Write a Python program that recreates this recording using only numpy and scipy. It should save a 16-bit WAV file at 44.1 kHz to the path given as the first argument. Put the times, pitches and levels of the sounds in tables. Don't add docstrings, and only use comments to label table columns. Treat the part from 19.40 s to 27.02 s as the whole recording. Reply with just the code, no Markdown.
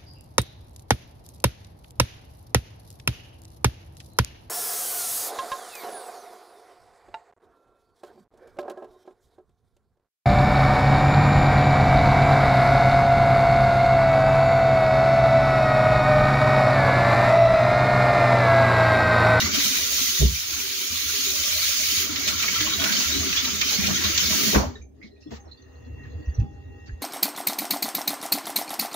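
import sys
import numpy as np
from scipy import signal
from scipy.fft import rfft, irfft, next_fast_len
from scipy.io import wavfile
from scipy.ndimage import uniform_filter1d, map_coordinates

SR = 44100
rng = np.random.default_rng(int(sys.argv[2]) if len(sys.argv) > 2 else 0)


def master(y):
    cut = np.clip(np.atleast_2d(y).T, -1, 1)
    pcm = np.round(cut * 32767)
    wavfile.write(sys.argv[1], SR, pcm.astype(np.int16))


def attenuation_scalar(level_db):
    decades = np.asarray(level_db, float) / 20
    return 10 ** decades


N = 336031
PORTS = np.array([[1], [-1]])

# (time [s], level [dB])
GATE = [(5.3, 2.5), (5.42, -8), (5.47, -31), (5.58, -9), (5.65, -1), (5.69, -13), (5.74, -12), (5.89, -7),
        (5.92, 17), (6.07, -7.5), (6.22, -1), (6.32, 2), (7.02, 5), (7.08, -4.5), (7.45, 0.5), (7.6, -2.5),
        (7.62, 15.5)]
# (frequency [Hz], density [dB per Hz])
ROOM_SPECTRUM = [(470, -17), (800, 1.5), (1580, -7.5), (1860, 3), (2340, -17), (2800, -4), (3200, -29),
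                 (4160, -55), (7040, -120)]
RUSTLE_SPECTRUM = [(1650, -33.5), (2800, -5), (3110, -10.5), (4100, -5.5), (4700, -8.5), (5680, -11),
                   (6390, -3), (8000, -28), (10400, -46.5), (17600, -120)]
HISS_SPECTRUM = [(13500, -41), (14500, -6.5), (15650, -3.5), (15850, -31.5)]
# (frequency [Hz], width [Hz], level [dB])
ROOM_TONES = [(481, 48, 7), (1250, 26, 1.5), (2500, 40, -2.5), (2900, 55, -6), (3420, 18, 0.5),
              (4150, 130, -11), (5100, 97, -12), (6700, 89, -3.5), (6540, 60, -3.5)]
AIR_DB, RUSTLE_DB, RUSTLE_GROWS, HISS_DB, HISS_GROWS = -63, -85, 0.56, -85.5, 1.1

# (frequency [Hz], width [Hz], mains ripple share [1])
BOWL_TONES = [
    (805, 10, 0.3),
    (1885, 16, 0.33),
    (2733, 26, 0.13),
]
# (time [s], level [dB], t60 [s])
CHIME = [(5.98, -55, 0.28), (6.99, -48.5, 0.47), (7.155, -52.5, 0.24), (7.3, -64, 0.88)]
# (time [s], level [dB])
WHINE = [(5.62, -24), (5.87, -11), (6.05, -19), (6.3, -9), (6.54, -7), (6.66, 8), (6.76, -11), (6.89, 4),
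         (7.03, -13), (7.43, 0.5), (7.6, -7)]
WHINE_DB, UPPER_DB, UPPER_GROWS = -62.5, -67.5, .8
UPPER_S, UPPER_LEADS_S = 6.1, 0.043

# (time [s], peak [dB], frequency [Hz], rise [s], t60 [s])
THUD = [(0.033, -25, 83.1, 0.019, 0.17), (0.798, -9.5, 64.8, 0.056, 0.22),
        (0.791, -19.5, 148.7, 0.03, 0.31), (0.901, -26.5, 79.6, 0.024, 0.13),
        (3.78, -26.5, 80.3, 0.017, 0.23), (5.159, -11.5, 64, 0.013, 0.16), (6.872, -16, 68, 0.018, 0.11),
        (6.966, -16, 60.2, 0.05, 0.08), (6.977, -12, 106, 0.022, 0.08), (7.487, -30, 99.3, 0.011, 0.14),
        (7.518, -25, 63, 0.018, 0.076)]
# (time [s], peak [dB], hardness [dB per octave], rise [s])
KNOCK = [(0.803, -27.5, -2.5, 0.026), (.843, -27.5, -6, 0.0079), (3.42, -45, 4, 0.021),
         (4.47, -29, -6, 0.046), (5.153, -16, -0.5, 0.009), (5.849, -50, -8, 0.037), (6.04, -55, 4, 0.035),
         (5.904, -42, 1, 0.023), (7.018, -28, -22, 0.0029)]
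# (frequency [Hz], level [dB], t60 [s])
SHELL = [(132.4, -7, 0.13), (200.8, -2, 0.17), (312, -6, 0.1), (406.6, -7, 0.13), (500, -25.5, 0.06),
         (662, -7, 0.033), (928, -22.5, 0.38)]

# (time [s], rms [dB], low edge [Hz], high edge [Hz], hold [s], t60 [s])
TOUCH = [(5.166, -28, 500, 1220, 0.045, 0.31), (5.129, -23, 150, 500, 0.023, 0.1),
         (5.146, -21, 810, 2180, 0.014, 0.1), (6.04, -61.5, 600, 1600, 0.06, 0.092),
         (5.626, -58.5, 3300, 5250, 0.052, 0.14), (5.805, -61, 4000, 6000, 0.03, .1),
         (5.907, -49.5, 700, 7000, 0.066, 0.09), (6.633, -58, 1000, 2800, 0.043, .15),
         (6.997, -55, 1200, 5500, 0.004, 0.053), (7.459, -57.5, 3700, 6300, 0.018, 0.069),
         (7.473, -55, 1310, 2570, 0.014, .1), (7.61, -61, 1000, 7000, .02, .1)]

# (time [s], peak [dB], frequency [Hz])
DRIP = [(5.353, -46, 1800), (5.352, -47.5, 3800), (5.414, -54, 6310), (5.412, -59, 2350),
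        (5.613, -46, 2053), (5.624, -41, 2183), (5.63, -58, 4100), (5.649, -56, 1990), (5.708, -63, 4100),
        (5.75, -69, 4150), (5.77, -68, 3750), (5.76, -67, 2500), (5.865, -64, 5370), (5.82, -61, 5270),
        (5.82, -61, 2700), (5.83, -61, 4210), (5.87, -62, 3430), (5.999, -57, 6370), (6.051, -68, 5510),
        (6.076, -60, 4150), (6.089, -71, 3600), (6.111, -39.5, 4130), (6.169, -59, 4540),
        (6.172, -62, 3570), (6.215, -62, 6150), (6.22, -63, 4150)]
# (time [s], peak [dB], frequency [Hz], t60 [s])
GULP = [(2.878, -24.5, 2440, 0.038), (3.04, -27, 1250, 0.052), (3.264, -29, 1083, 0.06),
        (3.301, -31, 3800, 0.22), (3.392, -28.5, 3300, 0.15), (3.49, -28.5, 1550, 0.13)]
# (frequency [Hz], t60 [s], touches (time [s], peak [dB]))
CLINK = [(1730, 0.04, [(6.65, -50.5), (7.491, -40.5)]), (2650, 0.075, [(6.855, -59), (7.001, -51.5)]),
         (1880, 0.15, [(6.575, -57), (6.61, -56)]), (4150, 0.083, [(6.35, -63), (6.445, -63), (6.63, -64),
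         (6.7, -60), (6.95, -64)]), (4600, 0.051, [(6.445, -66), (6.89, -57.5), (6.997, -61),
         (7.476, -53)]), (5930, 0.057, [(6.852, -56), (6.94, -45.5), (6.995, -53)])]
DRIP_T60, FAINT_LINGERS = 0.098, 0.25

# (time [s], peak [dB], frequency [Hz])
GLUG = [(0.019, -27, 219), (0.125, -29, 216), (0.169, -26, 277), (0.248, -29.5, 200), (0.301, -33, 264),
        (0.36, -42.5, 213), (0.608, -34.5, 261), (0.679, -39, 235), (1.099, -41, 317), (1.521, -38, 247),
        (1.779, -37.5, 260), (2.387, -40, 248), (2.519, -41, 248), (2.586, -41, 313), (2.688, -31, 300.6),
        (2.725, -33, 265), (2.78, -34, 273), (2.868, -32.5, 209), (2.929, -34.5, 277),
        (3.205, -26.5, 306.4), (3.279, -31.5, 315), (3.339, -31.5, 199), (3.403, -28.5, 271),
        (3.449, -34, 306), (3.578, -28, 244), (3.645, -39, 203.6), (3.753, -25, 276), (3.851, -28.5, 275),
        (3.899, -31, 178), (4.024, -32.5, 253), (4.065, -32.5, 239), (4.126, -31, 205), (4.179, -43, 207),
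        (4.246, -33.5, 268), (4.383, -21.5, 198), (4.436, -22, 200), (4.473, -27.5, 210),
        (4.503, -21.5, 197), (4.578, -34.5, 321), (4.642, -27, 205), (4.689, -30, 326), (4.818, -28, 185),
        (4.905, -27.5, 175), (4.947, -28.5, 216), (5.06, -25, 215), (5.234, -28, 251), (5.279, -31, 242.5),
        (5.348, -43, 419), (5.592, -47, 315), (5.639, -40, 221), (5.72, -48.5, 401), (5.857, -34.5, 304),
        (5.909, -34.5, 224)]
# (time [s], peak [dB], frequency [Hz], t60 [s])
PING = [(.144, -40.5, 620, 0.24), (.44, -42.5, 500, 0.14), (.72, -44.5, 385, 0.55), (.81, -23.5, 410, 0.18),
        (4.95, -34.5, 265.5, 0.35), (6.79, -38, 310, 0.16), (6.46, -39, 250, 0.16), (1.23, -47, 385, 0.97),
        (1.33, -46, 379, 0.64), (1.73, -41, 404, 0.34), (1.86, -35.5, 385, 0.28), (1.93, -42.5, 590, 0.5),
        (2.04, -45, 596, 0.61), (2.14, -41.5, 615, 0.28), (2.283, -41, 573, 0.15), (2.389, -43.5, 620, .2),
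        (2.86, -41.5, 600, 0.34), (3.04, -43, 665, 0.13), (3.241, -39, 602, 0.26), (3.27, -46.5, 856, .15),
        (3.379, -36.5, 664, 0.33), (3.432, -32, 642, .2), (3.814, -37, 632, 0.13), (4.07, -44, 598, 0.26),
        (4.276, -45, 610, 0.17), (4.31, -37, 830, 0.16), (4.478, -27, 597, .08), (4.478, -31, 770, 0.056),
        (3.8, -42, 745, .1), (4.649, -38, 620, 0.17), (4.898, -36, 620, 0.28), (5.076, -37, 630, 0.16)]
# (time [s], peak [dB], frequency [Hz], t60 [s])
POP = [(3.027, -25.5, 2350, 0.13), (3.077, -20.5, 2180, 0.088), (3.077, -25, 4430, .05),
       (3.137, -27, 3130, 0.14), (3.2, -24, 3200, 0.09), (3.255, -26, 2950, 0.13), (3.33, -20, 3750, 0.086),
       (3.45, -29, 1440, 0.16), (3.529, -22.5, 4320, 0.11), (3.6, -35.5, 943, 0.1), (3.69, -30, 4650, .05),
       (3.737, -27.5, 3830, 0.16), (3.924, -23, 2600, 0.071), (3.97, -20.5, 3380, 0.14),
       (4.048, -23, 3850, 0.085), (4.228, -24, 1220, 0.037), (4.214, -21, 2345, 0.09),
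       (4.435, -24.5, 2355, 0.091), (4.638, -23.5, 3745, 0.12), (7.0, -68, 3420, 0.73)]
# (time [s], peak [dB], frequency [Hz])
SWAY = [(1.123, -35.5, 73.6), (1.283, -51, 74), (1.498, -36, 81.6), (1.648, -38, 78.1), (1.871, -40, 78.1),
        (1.985, -35.5, 75.7), (2.167, -38, 79), (2.473, -39, 81), (2.568, -33.5, 85), (2.692, -33, 87),
        (2.844, -35, 76), (2.945, -33, 79.6), (3.059, -44, 75.4), (3.371, -30.5, 86.6), (3.659, -32, 79.4),
        (3.749, -30, 72), (3.869, -43, 72), (4.024, -43, 74), (4.128, -46, 82), (4.236, -35, 77.6),
        (4.416, -28.5, 78.2), (4.65, -30, 75.4), (4.734, -29, 80), (4.911, -32, 86), (5.39, -34, 69.6),
        (5.634, -44, 76.4), (5.915, -36, 73), (6.05, -40, 76)]
GLUG_DB, GLUG_RISE_S, GLUG_T60 = -0.5, 0.0056, 0.19
SWAY_DB, SWAY_RISE_S, SWAY_T60 = -2.5, 0.0095, 0.38
POP_RISE_S, POP_CLIMB = 0.0051, 1.1

# (time [s], level [dB])
FORCE = [(0.0, -38.5), (0.3, -52), (0.61, -55.5), (0.78, -61.5), (0.89, -72), (1.17, -57), (1.35, -62.5),
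         (2.08, -55), (2.3, -57), (2.67, -48.5), (3.01, -50), (3.4, -43), (3.62, -45.5), (3.86, -46.5),
         (4.11, -49), (4.45, -42), (4.75, -47), (5.09, -41)]
# (level at usual force [dB], growth with force [1], gain from an unbroken jet [dB], resting level [dB])
STEEL = [
    (-53.5, 0.37, -3, -48),
    (-50.5, 1.4, -1.5, -60),
    (-48, 0.89, 3.5, -53),
    (-54.5, 0.76, 2, -64.5),
]
# (time [s], level [dB])
SHUFFLE = [(5.2, -3.5), (5.62, -21.5), (6.2, -17.5), (6.37, -8.5), (6.68, 3), (6.8, 2), (6.85, -3.5),
           (7.2, -3.5), (7.62, -10)]
SHUFFLE_REACH = [0.79, 0.31, 0.35, 0.31]
# (frequency [Hz], density [dB per Hz])
COUNTER_SPECTRUM = [(30, -39.5), (55, -18.5), (70, -8), (80, -2), (92, -12.5), (128, -17), (145, -17.5)]
# (frequency [Hz], width [Hz], level [dB])
PLATE_MODES = [(160, 120, -14), (213, 29.5, -1.5)]
BASIN_MODES = [(260, 48, 0), (335, 56, -5), (385, 13.6, 2), (432, 43, -8.5)]
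RIM_MODES = [(464, 84, -5), (597, 18, 2.5), (650, 32, -3.5), (791, 41, -6)]
USUAL_DB = -50
JOLT_S, JOLT_DB, JOLT_T60 = 5.175, -23.5, 0.34

# (time [s], level [dB])
FLOW = [(0.0, -24), (0.1, -30), (0.13, -25), (0.79, -26.5), (0.85, -31), (1.47, -30.5), (2.22, -25),
        (2.61, -26), (2.68, -33), (2.9, -29.5), (3.16, -27.5), (3.4, -29), (3.6, -25.5), (3.9, -28.5),
        (4.19, -29.5), (4.3, -25), (4.59, -30), (4.8, -25.5)]
# (time [s], cover [1 breaks it, 2 also cups the mist])
COVER = [(.15, 1.5), (.24, 0.25), (.35, 0.055), (2.6, 0.08), (2.7, 0.92), (4.85, 1.1), (4.95, 0.28)]
# (time [s], peak [dB], centre frequency [Hz], t60 [s])
SPLASH = [(4.044, -11, 3580, 0.025), (0.143, -10, 4600, 0.039), (0.239, -12.5, 4500, 0.055),
          (2.7574, -12.5, 3420, 0.018), (2.876, -5.5, 4430, 0.05), (3.022, -10.5, 3600, 0.044),
          (3.075, -20, 4370, 0.031), (3.204, -8, 3130, 0.022), (3.398, -17, 3540, 0.029),
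          (3.4385, -6.5, 4600, 0.022), (3.52, -9.5, 4140, 0.029), (3.415, -15, 1800, 0.2),
          (3.925, -12.5, 3000, 0.022), (3.9611, -9.5, 3750, 0.1), (4.212, -6, 3480, 0.014),
          (4.466, -8, 4530, 0.02), (4.6368, -10, 3410, 0.13), (4.776, -3.5, 4540, 0.0089)]
# (frequency [Hz], density [dB per Hz])
SPRAY_SPECTRUM = [(820, -38.5), (1000, -18), (1400, -13), (1800, -10), (2100, -5), (3000, -3.5),
                  (3830, -0.5), (5170, -0.5), (6460, 2), (6840, 1.5), (7300, -9), (7800, -16), (8100, -41)]
SLOSH_SPECTRUM = [(750, -21.5), (900, -17), (1000, -9), (1400, -8), (1800, -8), (2300, -2.5)]
MIST_SPECTRUM = [(7400, -32.5), (8000, -13), (8500, -15), (9200, -10), (9800, -11), (11800, -9.5),
                 (13800, -11), (14600, -1), (15650, -1.5), (15850, -34)]
# (frequency [Hz], left minus right [dB])
LEAN = [(60, -11), (180, -7), (550, -4.5), (1650, -4), (4970, -2.5), (15000, -3.5)]
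MIST_DB, MIST_HANDS_DB = -6, -4
SPLASH_MIST_DB = 9.5
SLOSH_DB, SLOSH_GROWS = -41.5, 0.64
SHUT_S, DRAIN_DB_PER_S, MIST_DRAIN_DB_PER_S = 5.137, -165, -35
CUT_S, CUT_DB_PER_S = 5.43, -300


def unit(x):
    return x / np.sqrt(np.mean(x ** 2) + 1e-20)


def along(points, hz):
    f, v = np.transpose(points)
    return np.interp(np.log(hz + 1), np.log(f + 1), v)


def control(rows, **ends):
    return np.interp(np.arange(N) / SR, *np.transpose(rows), **ends)


def wobble(rate):
    knots = rng.standard_normal(int(N * rate / SR) + 4)
    return map_coordinates(knots, [np.arange(N) * rate / SR])


def fuzz(length, smooth):
    pair = signal.lfilter([1], np.poly([smooth, smooth]), rng.standard_normal((2, 2, length)))
    return unit(pair[0]) + 1j * unit(pair[1])


def ringing(s, db, t60):
    t = np.maximum(np.arange(N) / SR - s, 0)
    return np.tanh(t / 0.034) * attenuation_scalar(db - 60 * t / t60)


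def filtered(x, response):
    m = next_fast_len(N + 8192)
    return irfft(rfft(x, m) * response(np.fft.rfftfreq(m, 1 / SR)), m)[..., :N]


def colour(points):
    return lambda f: attenuation_scalar(along(points, f)) * (f > points[0][0]) * (f < points[-1][0])


def modes(rows):
    def response(f):
        total = 0
        for k, (centre, width, db) in enumerate(rows):
            damping = 1j * f * width
            total = total + (-1) ** k * attenuation_scalar(db) * damping / (centre * centre - f * f + damping)
        return total
    return response


def rush(response, patchy_db, alike=0., grit=0.):
    z = signal.stft(rng.standard_normal((2, N)) + grit, nperseg=512)[2]
    field = uniform_filter1d(rng.standard_normal(z.shape[1:]), size=5, axis=0)
    field = uniform_filter1d(field, size=8, axis=1)
    patchy = signal.istft(z * attenuation_scalar(patchy_db * unit(field)), nperseg=512)[1][:, :N]
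    a, b = filtered(patchy, response)
    turn = np.arccos(np.clip(alike, -1, 1)) / 2
    return unit(np.cos(turn) * a + PORTS * np.sin(turn) * b)


def burst(low_hz, high_hz, hold, t60):
    t = np.arange(SR // 4) / SR
    band = np.vstack([signal.butter(2, [low_hz, high_hz], "bandpass", fs=SR, output="sos"),
                      signal.butter(10, 7200, fs=SR, output="sos")])
    noise = unit(signal.sosfilt(band, rng.standard_normal((2, len(t)))))
    return np.tanh(t / .0015) * attenuation_scalar(-60 * np.maximum(t - hold, 0) / t60) * noise


def add_at(out, s, sound):
    out[:, round(s * SR):][:, :sound.shape[1]] += sound


def room():
    gate_db = control(GATE, left=-99.5)
    air = attenuation_scalar(AIR_DB + gate_db)
    rustle = attenuation_scalar(RUSTLE_DB + RUSTLE_GROWS * gate_db + 1.5 * wobble(8))
    hiss = attenuation_scalar(HISS_DB + HISS_GROWS * gate_db)
    smooth_air = rush(colour(ROOM_SPECTRUM), patchy_db=2.5)
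    tones = rush(lambda f: modes(ROOM_TONES)(f) ** 2, patchy_db=1.5)
    out = air * (attenuation_scalar(-0.5) * smooth_air + attenuation_scalar(0.5) * tones)
    out += attenuation_scalar(14.5) * rustle * rush(colour(RUSTLE_SPECTRUM), patchy_db=-5.0)
    return out + attenuation_scalar(3.5) * hiss * rush(colour(HISS_SPECTRUM), patchy_db=-0.5)


def bowl():
    t = np.arange(N) / SR
    ripple = np.sin(2 * np.pi * 50 * t)
    whine_db = control(WHINE, left=-86.5)
    chime = sum(ringing(*row) for row in CHIME)
    early_db = np.interp(t + UPPER_LEADS_S, t, whine_db)
    upper = attenuation_scalar(UPPER_GROWS * early_db) * ringing(UPPER_S, UPPER_DB, t60=np.inf)
    out = np.zeros((2, N))
    for level, (hz, width, share) in zip([chime, attenuation_scalar(WHINE_DB + whine_db), upper], BOWL_TONES):
        drift, port_drift = wobble(width), wobble(width)
        flicker = attenuation_scalar(1.2 * wobble(width) + 1.2 * wobble(40))
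        phase = 2 * np.pi * hz * t + 0.97 * drift + (.6 + 0.31 * port_drift) * PORTS
        out += attenuation_scalar(8.0) * level * (1 + share * ripple) * flicker * np.sin(phase)
    return out


def thuds():
    out, t = np.zeros((2, N + SR)), np.arange(SR // 2) / SR
    blows = list(THUD)
    for s, db, hard_db, rise in KNOCK:
        for hz, mode_db, t60 in SHELL:
            blows.append((s, db + mode_db + hard_db * np.log2(hz / 200), hz, rise, t60))
    for s, db, hz, rise, t60 in blows:
        shape = np.where(t < rise, (t / rise) ** .9, attenuation_scalar(-60 * (t - rise) / t60))
        loose = np.clip(hz / 150 - .65, .06, 1)
        blur = 1 + 1.5 * loose * fuzz(len(t), smooth=.99)
        voice = blur * np.exp(2j * np.pi * hz * t + .85j * loose * PORTS)
        add_at(out, s, attenuation_scalar(db - .5 * PORTS) * shape * voice.imag)
    return out[:, :N]


def hands():
    out = np.zeros((2, N + SR))
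    for s, db, low_hz, high_hz, hold, t60 in TOUCH:
        add_at(out, s, attenuation_scalar(db) * burst(low_hz, high_hz, hold, t60))
    return out[:, :N]


def drips():
    out, t = np.zeros((2, N + SR)), np.arange(SR // 3) / SR
    rise = np.tanh(t / .003) ** 2
    plinks = list(GULP)
    for s, db, hz in DRIP:
        plinks.append((s, db, hz, DRIP_T60 * attenuation_scalar(-FAINT_LINGERS * (db + 51.5))))
    for hz, t60, touches in CLINK:
        plinks += [(s, db, hz, t60) for s, db in touches]
    for s, db, hz, t60 in plinks:
        blur = 1 + 0.81 * fuzz(len(t), smooth=0.98)
        voice = blur * np.exp(2j * np.pi * hz * t + .6j * PORTS)
        add_at(out, s, attenuation_scalar(db + 1.0 - 60 * t / (1.72 * t60)) * rise * voice.real)
    return out[:, :N]


def gurgle():
    out, t = np.zeros((2, N + SR)), np.arange(SR // 2) / SR
    rows = [(*row, GLUG_RISE_S, 0) for row in PING]
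    rows += [(*row, POP_RISE_S, POP_CLIMB * (row[0] < SHUT_S)) for row in POP]
    rows += [(s, db + GLUG_DB, hz, GLUG_T60, GLUG_RISE_S, 0) for s, db, hz in GLUG]
    rows += [(s, db + SWAY_DB, hz, SWAY_T60, SWAY_RISE_S, 0) for s, db, hz in SWAY]
    for s, db, hz, t60, rise, climb in rows:
        loose = np.clip(hz / 100 - .8, .1, 1)
        depth, smooth = (.8, .96) if climb else (.34, .99)
        blur = 1 + depth * loose * fuzz(len(t), smooth)
        turns = hz * (t + climb * t * t / 2)
        voice = blur * np.exp(2j * np.pi * turns + .8j * loose * PORTS)
        lean_db = (1.5 if 200 < hz < 480 else -.7) * PORTS
        gain = attenuation_scalar(db + 3.5 - 60 * t / t60 + lean_db) * np.tanh(t / rise) ** 2
        add_at(out, s, gain * voice.real)
    return out[:, :N]


def tap():
    since = np.maximum(np.arange(N) / SR - SHUT_S, 0)
    cut_db = CUT_DB_PER_S * np.maximum(since + SHUT_S - CUT_S, 0)
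    return DRAIN_DB_PER_S * since + cut_db, since


def sink():
    force_db, closing_db = control(FORCE) - USUAL_DB, tap()[0]
    shuffle_db = control(SHUFFLE, left=-56.5)
    jolt = ringing(JOLT_S - .03, JOLT_DB, JOLT_T60)
    open_jet = np.clip(1 - control(COVER), 0, 1)
    levels = []
    for (db, grows, jet_db, rest_db), reach in zip(STEEL, SHUFFLE_REACH):
        driven = attenuation_scalar(db + grows * force_db + jet_db * open_jet + closing_db + 1.9 * wobble(5.03))
        shuffled = attenuation_scalar(rest_db + 1.5) * attenuation_scalar(reach * shuffle_db)
        levels.append(driven + shuffled + jolt)
    counter, plate, basin, rim = levels
    drum = plate * rush(modes(PLATE_MODES), patchy_db=4.5, alike=.05)
    drum += basin * rush(modes(BASIN_MODES), patchy_db=2.5, alike=0)
    drum += rim * rush(modes(RIM_MODES), patchy_db=4.0, alike=0.03)
    rumble_gain = attenuation_scalar(6.5 + 2.2 * wobble(24) + .8 * wobble(12)) * counter
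    return attenuation_scalar(1.0) * drum + rumble_gain * rush(colour(COUNTER_SPECTRUM), patchy_db=0.0, alike=0.94)


def bubbles(count, hz, spread, cycles, size_db):
    draw = rng.random((count, 4))
    pitch = np.clip(hz * np.exp(spread * rng.standard_normal(count)), 500, 7500)[:, None]
    turns = pitch * np.arange(1200) / SR
    tone = np.sin(2 * np.pi * turns * (1 + 0.026 * turns / cycles))
    tone *= np.exp(-3 * turns / cycles) * (1 - np.exp(-turns / 4)) * np.hanning(2400)[1200:]
    tone *= attenuation_scalar(-size_db * np.log(draw[:, 1] + .02))[:, None]
    at = ((draw[:, :1] * (N - 1200)).astype(int) + np.arange(1200)).ravel()
    sides = [2.0 + draw[:, 2 + c:3 + c] for c in range(2)]
    return unit(np.array([np.bincount(at, (tone * side).ravel(), N) for side in sides]))


def water():
    closing_db, since = tap()
    cover = control(COVER)
    spray = attenuation_scalar(control(FLOW) + closing_db)
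    slosh = attenuation_scalar(SLOSH_DB + SLOSH_GROWS * (control(FORCE) - USUAL_DB) + closing_db + 1.3 * wobble(6))
    mist = attenuation_scalar(MIST_DB + MIST_HANDS_DB * cover + 0.39 * wobble(5) + MIST_DRAIN_DB_PER_S * since)
    clock = np.arange(N) / SR
    thrown = 1
    for s, db, hz, t60 in SPLASH:
        thrown = thrown + attenuation_scalar(db + SPLASH_MIST_DB - 30 * abs(clock - s) / t60) * (clock > s)
    mist = mist * thrown
    flutter = attenuation_scalar(0.7 * wobble(16) + 0.5 * wobble(45))
    fine = bubbles(count=3500, hz=3800, spread=.45, cycles=43, size_db=2.5)
    fizz = rush(colour(SPRAY_SPECTRUM), patchy_db=1.5, grit=0.31 * fine)
    coarse = bubbles(count=1800, hz=3000, spread=.4, cycles=70, size_db=2.5)
    churn = rush(colour(SPRAY_SPECTRUM), patchy_db=2.8, grit=.35 * coarse)
    large = bubbles(count=600, hz=1371, spread=.3, cycles=45, size_db=1.0)
    low = rush(colour(SLOSH_SPECTRUM), patchy_db=2.5, grit=.3 * large)
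    top = rush(colour(MIST_SPECTRUM), patchy_db=1.0)
    turn = .9 * np.clip(cover, 0, 1)
    bright = np.cos(turn) * fizz + np.sin(turn) * churn + mist * top
    stream = flutter * (spray * attenuation_scalar(3) * bright + attenuation_scalar(2.5) * slosh * low)
    for s, db, hz, t60 in SPLASH:
        add_at(stream, s, attenuation_scalar(db - 12.0) * burst(hz * 0.5, hz * 1.79, hold=0.0062, t60=2 * t60))
    return stream


def hollow(x, t60, wet_db):
    t = np.arange(SR // 4) / SR
    tail = rng.standard_normal((2, len(t))) * attenuation_scalar(-60 * t / t60)
    echo = attenuation_scalar(wet_db) * tail / np.linalg.norm(tail[0])
    echo[:, 0] = 1
    return signal.fftconvolve(x, echo / np.linalg.norm(echo[0]), axes=1)[:, :N]


def scene():
    wet = hollow(water(), t60=.14, wet_db=-5) + drips()
    wet = filtered(wet, lambda f: attenuation_scalar(.5 * PORTS * along(LEAN, f)))
    return room() + bowl() + thuds() + hands() + gurgle() + sink() + wet


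def masked(x, below_db, dip_db):
    hz, t, z = signal.stft(x, SR, nperseg=2048)
    power = uniform_filter1d(np.sum(abs(z) ** 2, axis=0), size=8, axis=0)
    power = power[::8].repeat(8, axis=0)[:len(hz)]
    loud = power[(hz > 2000) & (hz < 7000)].mean(axis=0)
    dip = (hz > 7850) & (hz < 9000)
    dip_luck = attenuation_scalar(9 * uniform_filter1d(rng.standard_normal(len(t)), size=4))
    power[dip] = np.minimum(power[dip] * 1.6, power[dip].mean(axis=0) * dip_luck)
    band_luck = attenuation_scalar(5 * uniform_filter1d(rng.standard_normal(power[::8].shape), size=4, axis=1))
    power *= band_luck.repeat(8, axis=0)[:len(hz)]
    edge = attenuation_scalar(2 * (below_db + dip_db * (hz < 9100)))[:, None]
    keep = (hz[:, None] < 7700) | (hz[:, None] > 14200) | (power > loud * edge)
    return signal.istft(z * keep, SR, nperseg=2048)[1][:, :N]


def band_limit(x):
    return signal.sosfilt(signal.butter(12, 16860, fs=SR, output="sos"), x)


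def record(dry):
    circuit = attenuation_scalar(-85.0) * rush(colour([(7500, 0.016), (15700, 0.0088)]), patchy_db=4.0)
    circuit = circuit * (np.arange(N) > 5.3 * SR)
    mix = masked(dry, below_db=-16.5, dip_db=0.0) + circuit
    return band_limit(mix)


dry = scene()
out = record(dry)
master(out)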